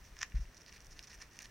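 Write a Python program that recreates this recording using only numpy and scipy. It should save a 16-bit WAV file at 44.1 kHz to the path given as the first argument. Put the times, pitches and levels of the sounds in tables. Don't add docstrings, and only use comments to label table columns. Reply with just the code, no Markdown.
import sys
import numpy as np
from scipy import signal
from scipy.fft import rfft, irfft, next_fast_len
from scipy.io import wavfile
from scipy.ndimage import uniform_filter1d

SR = 44100
rng = np.random.default_rng(int(sys.argv[2]) if len(sys.argv) > 2 else 0)


def output_pcm(signal):
    pcm = np.clip(np.atleast_2d(signal).T, -1, 1) * 32767
    wavfile.write(sys.argv[1], SR, np.round(pcm).astype(np.int16))


N = 66150
T = np.arange(N) / SR
FFT_SIZE = next_fast_len(N + N // 5)
FREQ_HZ = np.arange(FFT_SIZE // 2 + 1) * SR / FFT_SIZE


def gain(db):
    return 10 ** (np.asarray(db) / 20)


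def unit_rms(x):
    return x / np.sqrt(np.mean(x ** 2))


def eq_curve(points):
    hz, db = np.array(points).T
    return np.interp(np.log(FREQ_HZ + 1), np.log(hz), db)


def filtered(x, response):
    return irfft(rfft(x, FFT_SIZE) * response, FFT_SIZE)[..., :N]


def eq_response(points):
    cepstrum = irfft(np.log(gain(eq_curve(points))), FFT_SIZE)
    cepstrum[1:FFT_SIZE // 2] *= 2
    cepstrum[FFT_SIZE // 2 + 1:] = 0
    return np.exp(rfft(cepstrum))


def noise_bed(points):
    return unit_rms(filtered(rng.standard_normal(N), eq_response(points)))


def flutter(rate_hz):
    hold = int(SR / rate_hz)
    steps = np.repeat(rng.standard_normal(N // hold + 1), hold)
    return unit_rms(uniform_filter1d(steps, hold)[:N])


def contact(force, eq, body_hz=3600, snap_hz=7000):
    body, below_snap = (1 / (1 + (FREQ_HZ / hz) ** 8) for hz in (body_hz, snap_hz))
    bands = rfft(force, FFT_SIZE) * np.array([body, below_snap - body, 1 - below_snap])
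    return irfft(bands.sum(axis=0) * eq_response(eq), FFT_SIZE)[:N]


def clicks(hits, eq):
    force = np.zeros((3, N))
    for start_s, level_db, body_db, snap_db in hits:
        force[:, int(start_s * SR)] += gain(level_db + np.array([body_db, 0, snap_db]))
    return contact(force, eq)


# freq_hz, gain_db
AIR_MID_EQ = [(20, -2), (60, 3), (120, 1.5), (200, -3.5), (400, -7.5), (800, -11.5), (1800, -10.5),
              (3200, -17.5), (6000, -29), (8000, -24), (11000, -31), (15500, -29)]
AIR_SIDE_EQ = [(20, -17), (120, -15.5), (300, -21), (800, -22), (2000, -19.5), (6000, -27.5),
               (10000, -33.5), (15500, -32.5)]
def room_tone(mid_db=-63, side_db=-72.5):
    mid = gain(mid_db) * noise_bed(AIR_MID_EQ)
    side = gain(side_db) * noise_bed(AIR_SIDE_EQ)
    return np.array([mid + side, mid - side])


# time_s, level_db
SWAY_RIDE = [(0, -57.5), (.3, -61), (.6, -70.5), (.72, -60), (.79, -65), (.87, -62), (.97, -62),
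             (1.03, -62), (1.2, -60.5), (1.3, -65.5), (1.5, -62)]
# freq_hz, gain_db
SWAY_EQ = [(12, -18.5), (28, -6.5), (52, -3), (80, -14), (120, -21), (250, -51.5)]
def padding_sway():
    time_s, level_db = np.array(SWAY_RIDE).T
    return noise_bed(SWAY_EQ) * gain(np.interp(T, time_s, level_db))


def claw_drag(samples, rasp_hz, plucks_per_s=2400, spread_db=3, rasp_width_hz=1320, rasp_db=1):
    chance, size, polarity = rng.random((samples, 3)).T
    strength = gain(-spread_db * np.log(size + np.exp(-3)))
    plucks = (chance < plucks_per_s / SR) * np.sign(polarity - .5) * strength
    plucks = unit_rms(plucks + 1e-12)
    leg_resonance = signal.iirpeak(rasp_hz, rasp_hz / rasp_width_hz, SR)
    return plucks + gain(rasp_db) * signal.lfilter(*leg_resonance, plucks)


# start_s, envelope_s, level_db, body_db, snap_db, rasp_hz
FOOT_STROKES = [(0.042, 0.038, -63.5, -2.5, -1, 6000), (0.145, 0.2, -65.5, 4, -3, 6100),
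                (0.204, 0.062, -61, 9, -12, 5840), (0.32, 0.0047, -78, 27.5, -2, 5500),
                (0.345, 0.055, -64, 6.5, -2, 5660), (.398, 0.054, -63, -4, -1, 5650),
                (0.566, 0.018, -56, -12, -6, 5800), (0.611, .012, -62, -1, -2, 5600),
                (0.665, 0.043, -58.5, -2.5, -21, 4730), (0.728, 0.055, -61, 2.5, 2, 4700),
                (0.8, 0.03, -67, -19, 2, 5270), (0.853, 0.016, -68, -22, 9, 6070),
                (0.902, 0.046, -58.5, -8, -4, 5960), (0.954, 0.069, -63.5, 2.5, -3, 5900),
                (1.023, 0.038, -57, -3.5, -4, 5100), (1.072, 0.015, -54.5, -2.5, -7, 5750),
                (1.093, 0.041, -56, -2, -7.5, 5700), (1.13, 0.033, -57.5, 0, 3.5, 5850),
                (1.197, .054, -59.5, 3, 0.5, 6000), (1.211, 0.02, -51.5, 0.5, -4.5, 5470),
                (1.328, 0.011, -65.5, -11, 2, 5600), (1.395, 0.049, -60, 4.5, -2, 6200),
                (1.439, 0.023, -54.5, 3, -0.5, 5940), (1.455, 0.028, -66.5, 0, 2, 5940)]
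# freq_hz, gain_db
WEAVE_EQ = [(300, -18), (800, -12), (1400, -6.5), (1800, 2), (2650, -4.5), (3250, -12.5), (4100, -7),
            (4900, -7), (5900, -4.5), (6700, -9.5), (7600, -18.5), (8900, -13.5), (12000, -27.5),
            (16000, -30)]
def foot_scrapes(trim_db=-2, rustle_db=-72.5, flutter_db=2.5):
    attack, release = 0.17, 0.35
    rustle = gain(rustle_db + flutter_db * flutter(rate_hz=35.18)) * claw_drag(N, rasp_hz=5800)
    force = np.tile(rustle, (3, 1))
    for start_s, envelope_s, level_db, body_db, snap_db, rasp_hz in FOOT_STROKES:
        start = int(start_s * SR)
        drag = claw_drag(SR // 10, rasp_hz)[:N - start]
        progress = T[:len(drag)] / envelope_s
        pressure = np.clip(np.minimum(progress / attack, (1 - progress) / release), 0, 1)
        band_gains = gain(trim_db + level_db + np.array([[body_db], [0], [snap_db]]))
        force[:, start:start + len(drag)] += band_gains * pressure * drag
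    eq_rms = np.sqrt(np.mean(gain(eq_curve(WEAVE_EQ)) ** 2))
    return contact(force, WEAVE_EQ) / eq_rms


# pitch_hz, t60_s, level_db
SHELL_MODES = [(1266, 0.11, -61), (1730, 0.051, -57), (1774, 0.049, -59), (1935, 0.027, -53),
               (2300, .03, -72), (2740, 0.041, -47), (5130, 0.047, -54), (5845, 0.06, -53),
               (6030, 0.017, -51)]
def shell_ring(contacts):
    t = T[:SR // 10]
    ring = sum(gain(level_db) * np.exp(-np.log(1000) * t / t60_s) * np.cos(2 * np.pi * pitch_hz * t)
               for pitch_hz, t60_s, level_db in SHELL_MODES)
    return filtered(contacts, rfft(ring, FFT_SIZE))


# start_s, level_db, body_db, snap_db
LEG_HITS = [(.0425, -46, -4, -4), (.3, -43.5, -7, -4), (.4545, -56, 19, -4), (.546, -41, -11, 0),
            (.6097, -40, -12, -7), (.6166, -42, -11, -8), (.6335, -46, 1, -4), (.6816, -41, 3.5, -3),
            (.7224, -43, 8, -9), (.7262, -34.5, 1, -8), (.8051, -38, -3, -6), (.8225, -44, -2, -4),
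            (.847, -42, -10, 3), (.8685, -37, -31, 0), (1.0425, -35, -15, -7), (1.0724, -37, -7, -5),
            (1.0797, -43, -14, -5), (1.1307, -40, 8, -2), (1.369, -39.5, -5, -1), (1.389, -51, -3, -3),
            (1.3902, -28.5, 3.5, 3), (1.4215, -36.5, -12, 11), (1.4275, -49, -12, 1),
            (1.4292, -32.5, -7, -2)]
# freq_hz, gain_db
LEG_EQ = [(300, -15), (1350, -25), (1850, -2), (2300, 0.5), (2800, 2.5), (3500, -11), (4400, -6), (5200, 1),
          (5800, 7.5), (6700, -2.5), (7500, -12), (8800, -11), (12000, -21.5), (16000, -24)]
def leg_ticks(trim_db=8.5):
    return gain(trim_db) * clicks(LEG_HITS, LEG_EQ)


# start_s, level_db, body_db, snap_db
HORN_SLIPS = [(0.1678, -39.5, 7, -1), (.1862, -48, 7, 0), (.19, -28, -6, -3), (0.207, -40, -2, -3),
              (0.2088, -36, 4, -3), (0.2127, -26, 2.5, -4), (0.215, -48, 0, -4), (0.2167, -19.5, 0, -6),
              (0.2261, -27, 2.5, -1), (0.2268, -32.5, -1, -5), (0.2289, -21.5, -3, -5),
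              (.2305, -17, 5.5, 4), (0.233, -52, -9, -3), (.2353, -37, 5, -5), (0.2392, -45, 2, 0),
              (0.2505, -44, -2, -5)]
# freq_hz, gain_db
HORN_EQ = [(300, -38), (700, -14.5), (1050, -3.5), (1450, 2), (1750, 6), (2150, 1), (2750, -3),
           (3400, -3.5), (4400, -12.5), (5150, 4), (6200, 3.5), (7200, -5), (8300, -19.5), (10500, -31),
           (12000, -41), (13700, -25), (15000, -38)]
def horn_cracks(trim_db=8):
    return gain(trim_db) * clicks(HORN_SLIPS, HORN_EQ)


# start_s, level_db, length_s, pitch_hz
PADDING_BLOWS = [(0.336, -25.5, 0.057, 47.8), (0.385, -32, 0.059, 45), (0.438, -47.5, 0.071, 31.8),
                 (.8, -52, 0.25, 27.35)]
def padding_thumps(cover_hz=124.6, cover_lag_s=0.00676, cover_decay_s=0.0037, cover_db=-2.5):
    thumps = np.zeros(N)
    for start_s, level_db, length_s, pitch_hz in PADDING_BLOWS:
        age_s = np.clip(T - start_s, 0, length_s)
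        bounce = np.sin(np.pi * age_s / length_s) ** 2 * np.sin(2 * np.pi * pitch_hz * age_s)
        taut_s = np.maximum(T - start_s - cover_lag_s, 0)
        cover_envelope = taut_s / cover_decay_s * np.exp(-taut_s / cover_decay_s)
        cover = cover_envelope * np.sin(2 * np.pi * cover_hz * taut_s)
        thumps -= gain(level_db) * (bounce + gain(cover_db) * cover)
    return thumps


# start_s, level_db, body_db, snap_db
CLAW_RELEASES = [(.6632, -37, -11, -8), (.6964, -50, 0, -5), (.7801, -45, 2, -4), (.9927, -29, -1, -1),
                 (1.4083, -43, 2, -3), (1.4569, -38, 1, 4)]
# freq_hz, gain_db
THREAD_EQ = [(300, -26), (1350, -12), (1800, -5), (2700, 8), (3600, 3.5), (4500, 5), (5400, 5), (6600, -7),
             (7500, -15), (8800, -8), (12000, -25), (16000, -27)]
def claw_snags(trim_db=8.5):
    return gain(trim_db) * clicks(CLAW_RELEASES, THREAD_EQ)


def reflections(t60_s, level_db, build_s=0.0012):
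    t = T[:SR // 5]
    build = 1 - np.exp(-(t / build_s) ** 2)
    tail = rng.standard_normal(len(t)) * np.exp(-np.log(1000) * t / t60_s) * build
    return gain(level_db) * tail / np.sqrt(np.sum(tail ** 2))


# freq_hz, left_minus_right_db
STEREO_LEAN = [(100, 1.3), (1300, 0), (2600, .5), (4400, -4), (6300, -5), (8000, 2.5), (10000, 9.5),
               (14000, 18)]
def scene():
    contacts = foot_scrapes() + leg_ticks() + horn_cracks() + claw_snags()
    beetles = contacts + shell_ring(contacts)
    room_tails = np.array([reflections(t60_s=0.2, level_db=-16) for _ in range(2)])
    close_tail = reflections(t60_s=0.011, level_db=-12)
    reverb = filtered(beetles, rfft(close_tail + room_tails, FFT_SIZE))
    tussle = beetles + reverb + padding_sway() + padding_thumps()
    pan = gain(np.array([[.5], [-.5]]) * eq_curve(STEREO_LEAN))
    return filtered(tussle, pan) + room_tone()


def record(dry):
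    cutoff_hz = 16000
    return signal.sosfilt(signal.ellip(10, .1, 70, cutoff_hz, fs=SR, output="sos"), dry)


dry = scene()
out = record(dry)
output_pcm(out)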